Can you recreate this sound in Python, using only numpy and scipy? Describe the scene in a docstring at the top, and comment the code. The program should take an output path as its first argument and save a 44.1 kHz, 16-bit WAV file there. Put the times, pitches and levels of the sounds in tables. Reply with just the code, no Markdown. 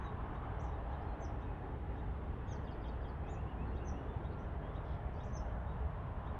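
"""A deep exhaust rumble and a broad fan roar run throughout: a large twin jet taxis past, far across grass.
The jet is shaped noise, its high end lost on the way; unsteady air makes the roar come and go in patches.
Small birds chirp, twitter, warble and rattle nearer by, as sine tones of gliding, shaken pitch.
Short echoes from the surroundings follow each call, and faint microphone hiss lies under everything."""
import sys
import numpy as np
from scipy import signal
from scipy.fft import rfft, irfft
from scipy.io import wavfile
from scipy.ndimage import uniform_filter1d, map_coordinates

SR = 44100
rng = np.random.default_rng(int(sys.argv[2]) if len(sys.argv) > 2 else 0)


def unload_audio(sound):
    """Save the sound as a 16-bit wav file, at the path given as the first command line argument."""
    columns = np.transpose(np.atleast_2d(sound))
    # keep every value between -1 and 1, then stretch to whole-number steps
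    steps = np.round(np.clip(columns, -1, 1) * 32767)
    wavfile.write(sys.argv[1], SR, steps.astype(np.int16))


N = 281799
TIME = np.arange(N) / SR
HZ = np.fft.rfftfreq(N, 1 / SR)

# plain whistles, mostly of birds farther off; the row at 1.205 s is a high second voice of the nearest bird's
# dive: (time [s], length [s], first pitch [Hz], last pitch [Hz], level [dB])
WHISTLES = [(0.0, .07, 6150, 6250, -87), (0.04, 0.055, 3875, 3775, -70.5), (0.25, .026, 4700, 5600, -93),
            (0.676, 0.077, 3770, 3750, -83), (0.9, 0.098, 4170, 4030, -86), (1.01, .026, 4750, 5400, -86),
            (1.043, .11, 4200, 4150, -84.5), (1.205, .03, 7620, 7450, -83), (1.45, 0.17, 2540, 2540, -76),
            (2.667, 0.057, 2780, 2900, -72.5), (3.673, 0.018, 4400, 4120, -79),
            (3.771, .023, 4860, 3200, -78), (4.079, 0.093, 3530, 3470, -75.5),
            (4.612, .065, 3100, 3290, -77), (4.689, 0.04, 3420, 3500, -76), (5.14, .05, 4600, 4700, -87),
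            (5.173, 0.073, 3400, 3380, -79), (5.663, .065, 3700, 3780, -81)]
# dry rattling calls: (time [s], ticks [count], tick rate [1/s], middle pitch [Hz], level [dB])
RATTLES = [(4.310, 3, 88, 4000, -76), (4.853, 4, 34, 5200, -84), (4.863, 7, 70, 3470, -72.5),
           (4.867, 7, 66, 4300, -84), (5.136, 7, 40, 5250, -81.5)]
# one phrase of a twittering bird, each time it comes: (time [s], level [dB])
TWITTERS = [(2.481, -75), (2.642, -73), (2.812, -72), (3.012, -75)]
# the three falling notes of that phrase:
# (delay [s], length [s], first pitch [Hz], middle pitch [Hz], last pitch [Hz], level re phrase [dB])
PHRASE = [(0, .032, 5120, 4660, 4550, -9), (0.028, 0.028, 3860, 3180, 3280, 5),
          (0.066, .030, 5230, 4450, 4350, -2.5)]
# rising two-voiced chips, about two a second: (time [s], low voice level [dB], high voice level [dB])
CHIPS = [(0.340, -76, -92), (0.915, -75, -91), (1.410, -75, -89), (1.968, -74.5, -92), (2.472, -72, -92),
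         (2.868, -72, -86), (3.273, -72, -87), (3.750, -72.5, -89), (4.238, -71, -95), (4.745, -70, -90),
         (5.190, -70, -89), (6.258, -72.5, -96)]
# hoarse calls that sweep up and down again:
# (time [s], length [s], top pitch [Hz], level before the throat resonance [dB])
SWEEPS = [(0.591, 0.059, 7740, -86), (4.383, 0.031, 6430, -98.5), (5.23, 0.042, 7650, -88)]
# nearest bird, a held note that dives and flicks back up:
# (time [s], length [s], first pitch [Hz], held pitch [Hz], lowest pitch [Hz],
#  place of the held pitch [0-1 of length], mid-note level [dB], swell over the note [dB],
#  flick level re note [dB])
DIVES = [(1.198, 0.06, 6200, 6200, 4850, 0.43, -72, 23, -1),
         (2.47, 0.066, 6750, 6420, 4730, 0.6, -72, 26, -10),
         (3.288, .064, 5560, 7100, 5200, 0.37, -73, 1, -15),
         (3.842, .055, 6000, 6190, 5310, 0.47, -68, 27, 0),
         (5.323, 0.054, 5950, 6220, 5120, .6, -65, 16, 0)]
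# narrow bands in the engine noise:
# (centre [Hz], half width at half amplitude [Hz], peak level [dB], loudest at [s], spread in time [s])
DRONES = [(66.4, 24, -47.5, 5.7, 6.6), (149.5, 3.2, -57.5, 3.8, 2.5), (293.7, 18, -60, 1.2, 1),
          (418, 33, -62.5, 3, 5.1), (784, 14, -64, 3.4, 0.24), (817, 29, -58, 1.05, 0.65),
          (859, 17, -68.5, 1.3, 1.4), (1086, 90, -61, 0.17, 0.31), (631, 69, -59, 5.4, 0.89),
          (1377, 2.4, -70.5, 4.2, 0.67)]
# spectral shape of the fan roar: (frequency [Hz], relative level [dB])
ROAR_SHAPE = [(120, -17.5), (200, -1), (290, 2.5), (360, -1), (440, 1.5), (530, -2), (820, 0.5), (1000, -2),
              (1250, -7), (1750, -11.5), (2300, -20.5), (3000, -24), (3550, -28.5), (4000, -36.5),
              (4900, -45), (7000, -56)]
# turning colour of the roar in three bands; only departures from each mean count, scaled by sway:
# (time [s], level [dB])
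DRONE_COURSE = [(0, -51.5), (0.8, -56), (1.4, -52.8), (4.0, -51.5), (5.2, -57.5), (6.39, -56)]
ROAR_COURSE = [(0, -57.5), (0.9, -54.5), (1.8, -57), (3.5, -56.5), (6.39, -56)]
RUSH_COURSE = [(0, -53), (0.4, -51.5), (1.8, -58), (2.6, -55.5), (4.6, -55.8), (6.39, -53.5)]
# spectral shape of the exhaust, before its swells are evened: (frequency [Hz], relative level [dB])
RUMBLE_SHAPE = [(10, -30), (20, -20.5), (27, -9.5), (36, -11), (50, -2.5), (65, -1), (82, -7), (115, -7),
                (135, -12.5), (190, -16.5), (260, -23.5), (360, -39.5), (1500, -80.5)]
# course of the exhaust rumble as the jet passes: (time [s], level [dB])
RUMBLE_LEVEL = [(0, -43), (3.3, -43.5), (4.0, -41.5), (4.8, -44), (5.4, -41.5), (6.39, -43)]


def gain_of(db):
    """Level law: amplitude grows tenfold for every 20 dB."""
    return 10 ** (np.asarray(db) / 20)


def evened(x):
    """Power normalization: scales a signal to an rms of 1."""
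    return x / np.sqrt(np.mean(x ** 2) + 1e-30)


def read(points, hz):
    """Spectral interpolation: straight lines over log frequency."""
    f, value = np.transpose(points)
    return np.interp(np.log(hz + 1), np.log(f + 1), value)


def add(mix, s, sound):
    """Superposition: adds a sound to the mix in place from time s."""
    part = mix[max(round(s * SR), 0):][:len(sound)]
    part += sound[:len(part)]


def noise(gain):
    """Spectral shaping: white noise weighted by an amplitude spectrum, at rms 1."""
    white = rfft(rng.standard_normal(N))
    return evened(irfft(white * gain, N))


def waver(size, rate_hz):
    """Band-limited random modulation: a smooth curve through random knots of about unit rms."""
    knots = rng.standard_normal(2048)
    return map_coordinates(knots, [np.arange(size) * rate_hz / SR + 4], order=3, mode="wrap")


def surroundings(x, near_db=-4, near_t60=0.18, far_db=-16, far_t60=0.8, delay=.005):
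    """Exponential decay of reverberation: strong quick scatter close by, a fainter longer tail far off."""
    t = np.arange(SR // 2) / SR
    echo = np.zeros(len(t))
    for db, t60 in ((near_db, near_t60), (far_db, far_t60)):
        signs = rng.choice([-1., 1.], len(t))
        taps = signs * (rng.random(len(t)) < 2000 / SR)  # about 2000 reflections per second
        tail = taps * np.exp(-np.log(1000) * t / t60) * (t > delay)
        echo += gain_of(db) * tail / np.linalg.norm(tail)
    return signal.fftconvolve(x, echo)[:N]


def note(length, first_hz, top_hz, last_hz, place, db, swell_db, rasp, rise=1.0, fall=3.0,
         wobble=0.0076, jitter=0.066, shimmer_db=0.1):
    """Frequency modulation: a whistle bends through its middle pitch; a fast pitch shake makes it rasp."""
    u = np.linspace(0, 1, max(int(length * SR), 64))
    place = np.clip(place, .05, .98)
    before = np.maximum(1 - u / place, 0)
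    after = np.maximum((u - place) / (1 - place), 0)
    hz = top_hz + (first_hz - top_hz) * before ** rise + (last_hz - top_hz) * after ** fall
    shake = jitter * np.clip(rasp, 0, 1) * waver(len(u), rate_hz=870)
    hz = hz * (1 + wobble * waver(len(u), rate_hz=330) + shake)
    loudness = gain_of(db + swell_db * (u - .5) + shimmer_db * waver(len(u), rate_hz=130))
    envelope = np.sqrt(2) * loudness * signal.windows.tukey(len(u), .3)  # sqrt(2): sine of rms 1
    return envelope * np.sin(2 * np.pi * np.cumsum(hz) / SR)


def whistles(fade_db=-2, rasp=.1):
    """Linear glide: each pitch slides to its last value and stays there."""
    for s, length, first_hz, last_hz, db in WHISTLES:
        yield s, db, note(length, first_hz, last_hz, last_hz, 0.77, db, fade_db, rasp)


def warble(start_s=3.24, step_s=.116, note_s=0.0565, low_hz=2780, level_db=-71, count=7, slur=.12,
           droop=0.081, spread=0.046, climb=0.0063, loose_s=.025, uneven_db=2, rasp=0.23):
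    """Random variation about a trend: loosely paced arched slurs, tending upward in pitch."""
    for k, (late, sharp, long, skew, loud) in enumerate(rng.uniform(-1, 1, (count, 5))):
        hz = low_hz * (1 + climb * k + spread * sharp)
        db = level_db + uneven_db * loud
        length, place = note_s * (1 + 0.46 * long), .6 + .25 * skew
        sound = note(length, hz * (1 - slur), hz, hz * (1 - droop), place, db, 0, rasp)
        yield start_s + k * step_s + loose_s * late, db, sound


def rattles(tick_s=0.0073, bend=0.16, rasp=0.64):
    """Pulse train: very short falling ticks at a regular rate."""
    for s, count, per_s, hz, db in RATTLES:
        for k in range(round(count)):
            tick = note(tick_s, hz * (1 + bend), hz, hz * (1 - bend), 0.42, db, 0, rasp)
            yield s + k / per_s, db, tick


def twitters(place=0.49, rasp=.07):
    """Periodic motif: the same three quick pitch glides, over and over."""
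    for s, db in TWITTERS:
        for delay, length, *pitches, step_db in PHRASE:
            level_db = db + step_db
            yield s + delay, level_db, note(length, *pitches, place, level_db, 0, rasp)


def chips(length=0.028, low_from_hz=3050, low_to_hz=3760, high_from_hz=4850, high_to_hz=6500,
          lead_s=.012, swell_db=4, rasp=.04):
    """Two independent oscillators: both sides of the syrinx slide upward, the high one a little ahead."""
    for s, low_db, high_db in CHIPS:
        low = note(length, low_from_hz, low_to_hz, low_to_hz, 0.75, low_db, swell_db, rasp)
        yield s, low_db, low
        high = note(length, high_from_hz, high_to_hz, high_to_hz, 0.91, high_db, swell_db, rasp, rise=0.87)
        yield s - lead_s, high_db, high


def sweeps(foot_hz=5050, roundness=1.3, rasp=0.54, throat_hz=5850, throat_q=9, throat_db=14,
           echo_s=0.071, echo_db=4.0, echo_fade_db=-10):
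    """Resonance: a hoarse pitch arch flares as it crosses the throat's peak; a rough echo trails after it."""
    throat = signal.iirpeak(throat_hz, throat_q, SR)
    for s, length, top_hz, db in SWEEPS:
        arch = note(length, foot_hz, top_hz, foot_hz, 0.68, db, 0, rasp, roundness, roundness)
        yield s, db, arch + gain_of(throat_db) * signal.lfilter(*throat, arch)
        echo = note(echo_s, throat_hz, throat_hz, throat_hz, .5, db + echo_db, echo_fade_db, 1)
        yield s + 0.69 * length, db, echo


def dives(rise=2.2, fall=2.8, flick_s=0.021, flick_lead_s=0.0086, flick_rise=0.14,
          flick_fade_db=-4, rasp=0.15):
    """Joint frequency and amplitude modulation: a held note swells, dives, and flicks back up."""
    for s, length, first_hz, held_hz, low_hz, place, db, swell_db, flick_db in DIVES:
        yield s, db, note(length, first_hz, held_hz, low_hz, place, db, swell_db, rasp, rise, fall)
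        turn_hz = low_hz * 1.04
        end_hz = turn_hz * (1 + flick_rise)
        flick = note(flick_s, turn_hz, turn_hz, end_hz, 0.4, db + flick_db, flick_fade_db, rasp)
        yield s + length - flick_lead_s, db, flick


def birds(close_db=-65, wetter=0.083):
    """Direct-to-reverberant ratio: fainter birds are farther off and echo more."""
    direct, scattered = np.zeros((2, N))
    for calls in (whistles, warble, rattles, twitters, chips, sweeps, dives):
        for s, db, sound in calls():
            add(direct, s, sound)
            add(scattered, s, sound * gain_of(wetter * (close_db - db)))
    return direct + surroundings(scattered)


def drones():
    """Narrow-band resonance and directivity: fuzzy engine tones, each heard best from one angle."""
    out = np.zeros(N)
    for hz, width, db, s, span in DRONES:
        passing = np.exp(-.5 * ((TIME - s) / span) ** 2)
        resonance = 1 / (1 + ((HZ - hz) / width) ** 4)
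        out += gain_of(db) * passing * noise(resonance)
    return out


def fans(level_db=-50.0, drone_hz=290, roar_hz=580, rush_hz=1100, hiss_hz=2100, patchy_db=1.0,
         flutter_db=0.4, sway=1.2, hiss_share=.2, hiss_fade_db_per_s=0.18):
    """Directivity and turbulence: roar turns colour as the engines pass; moving air makes it patchy."""
    frames, hz = N // 256 + 5, np.fft.rfftfreq(1024, 1 / SR)
    t = np.arange(frames) * 256 / SR
    courses = (DRONE_COURSE, ROAR_COURSE, RUSH_COURSE)
    drone, middle, rush = (np.interp(t, *np.transpose(course)) for course in courses)
    hiss = hiss_share * rush - hiss_fade_db_per_s * t  # follows the rush, and fades as the intakes turn away
    drift = np.transpose([band - band.mean() for band in (drone, middle, rush, hiss)])
    # how far each band's drift reaches across the spectrum
    centres = (drone_hz, roar_hz, rush_hz, hiss_hz)
    reach = np.array([read(list(zip(centres, row)), hz) for row in np.eye(drift.shape[1])])
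    a, b, patches = rng.standard_normal((3, frames, len(hz)))
    patches = uniform_filter1d(patches, size=30, axis=0)  # smooth over time
    patches = evened(uniform_filter1d(patches, size=4, axis=1))  # and over frequency
    flutter = evened(uniform_filter1d(rng.standard_normal(frames), size=12))[:, None]
    field_db = read(ROAR_SHAPE, hz) + sway * drift @ reach + patchy_db * patches + flutter_db * flutter
    spectrum = (a + 1j * b) * gain_of(field_db)
    roar = signal.istft(spectrum.T, nperseg=1024, noverlap=768)[1][:N]
    return gain_of(level_db) * evened(roar)


def exhaust(evenness=0.39):
    """Turbulent mixing noise: big slow eddies of the exhaust, their swells kept within bounds."""
    eddies = noise(gain_of(read(RUMBLE_SHAPE, HZ)))
    swell = np.sqrt(abs(uniform_filter1d(eddies ** 2, size=7000)) + 1e-9)  # running rms
    rumble = evened(eddies / swell ** evenness)
    return rumble * gain_of(np.interp(TIME, *np.transpose(RUMBLE_LEVEL)))


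def scene():
    """Superposition: the near birds and the far jet add linearly, in one channel."""
    return (birds() + drones() + fans() + exhaust())[None]


def record(dry, hiss_db=-89, edge_hz=12000):
    """Noise floor and band limit: faint microphone hiss, then a low-pass filter over everything."""
    hissy = dry + gain_of(hiss_db) * rng.standard_normal(dry.shape)
    low_pass = signal.firwin(511, edge_hz, window=("kaiser", 9), fs=SR)
    return signal.oaconvolve(hissy, low_pass[None], "same")


dry = scene()
out = record(dry)
unload_audio(out)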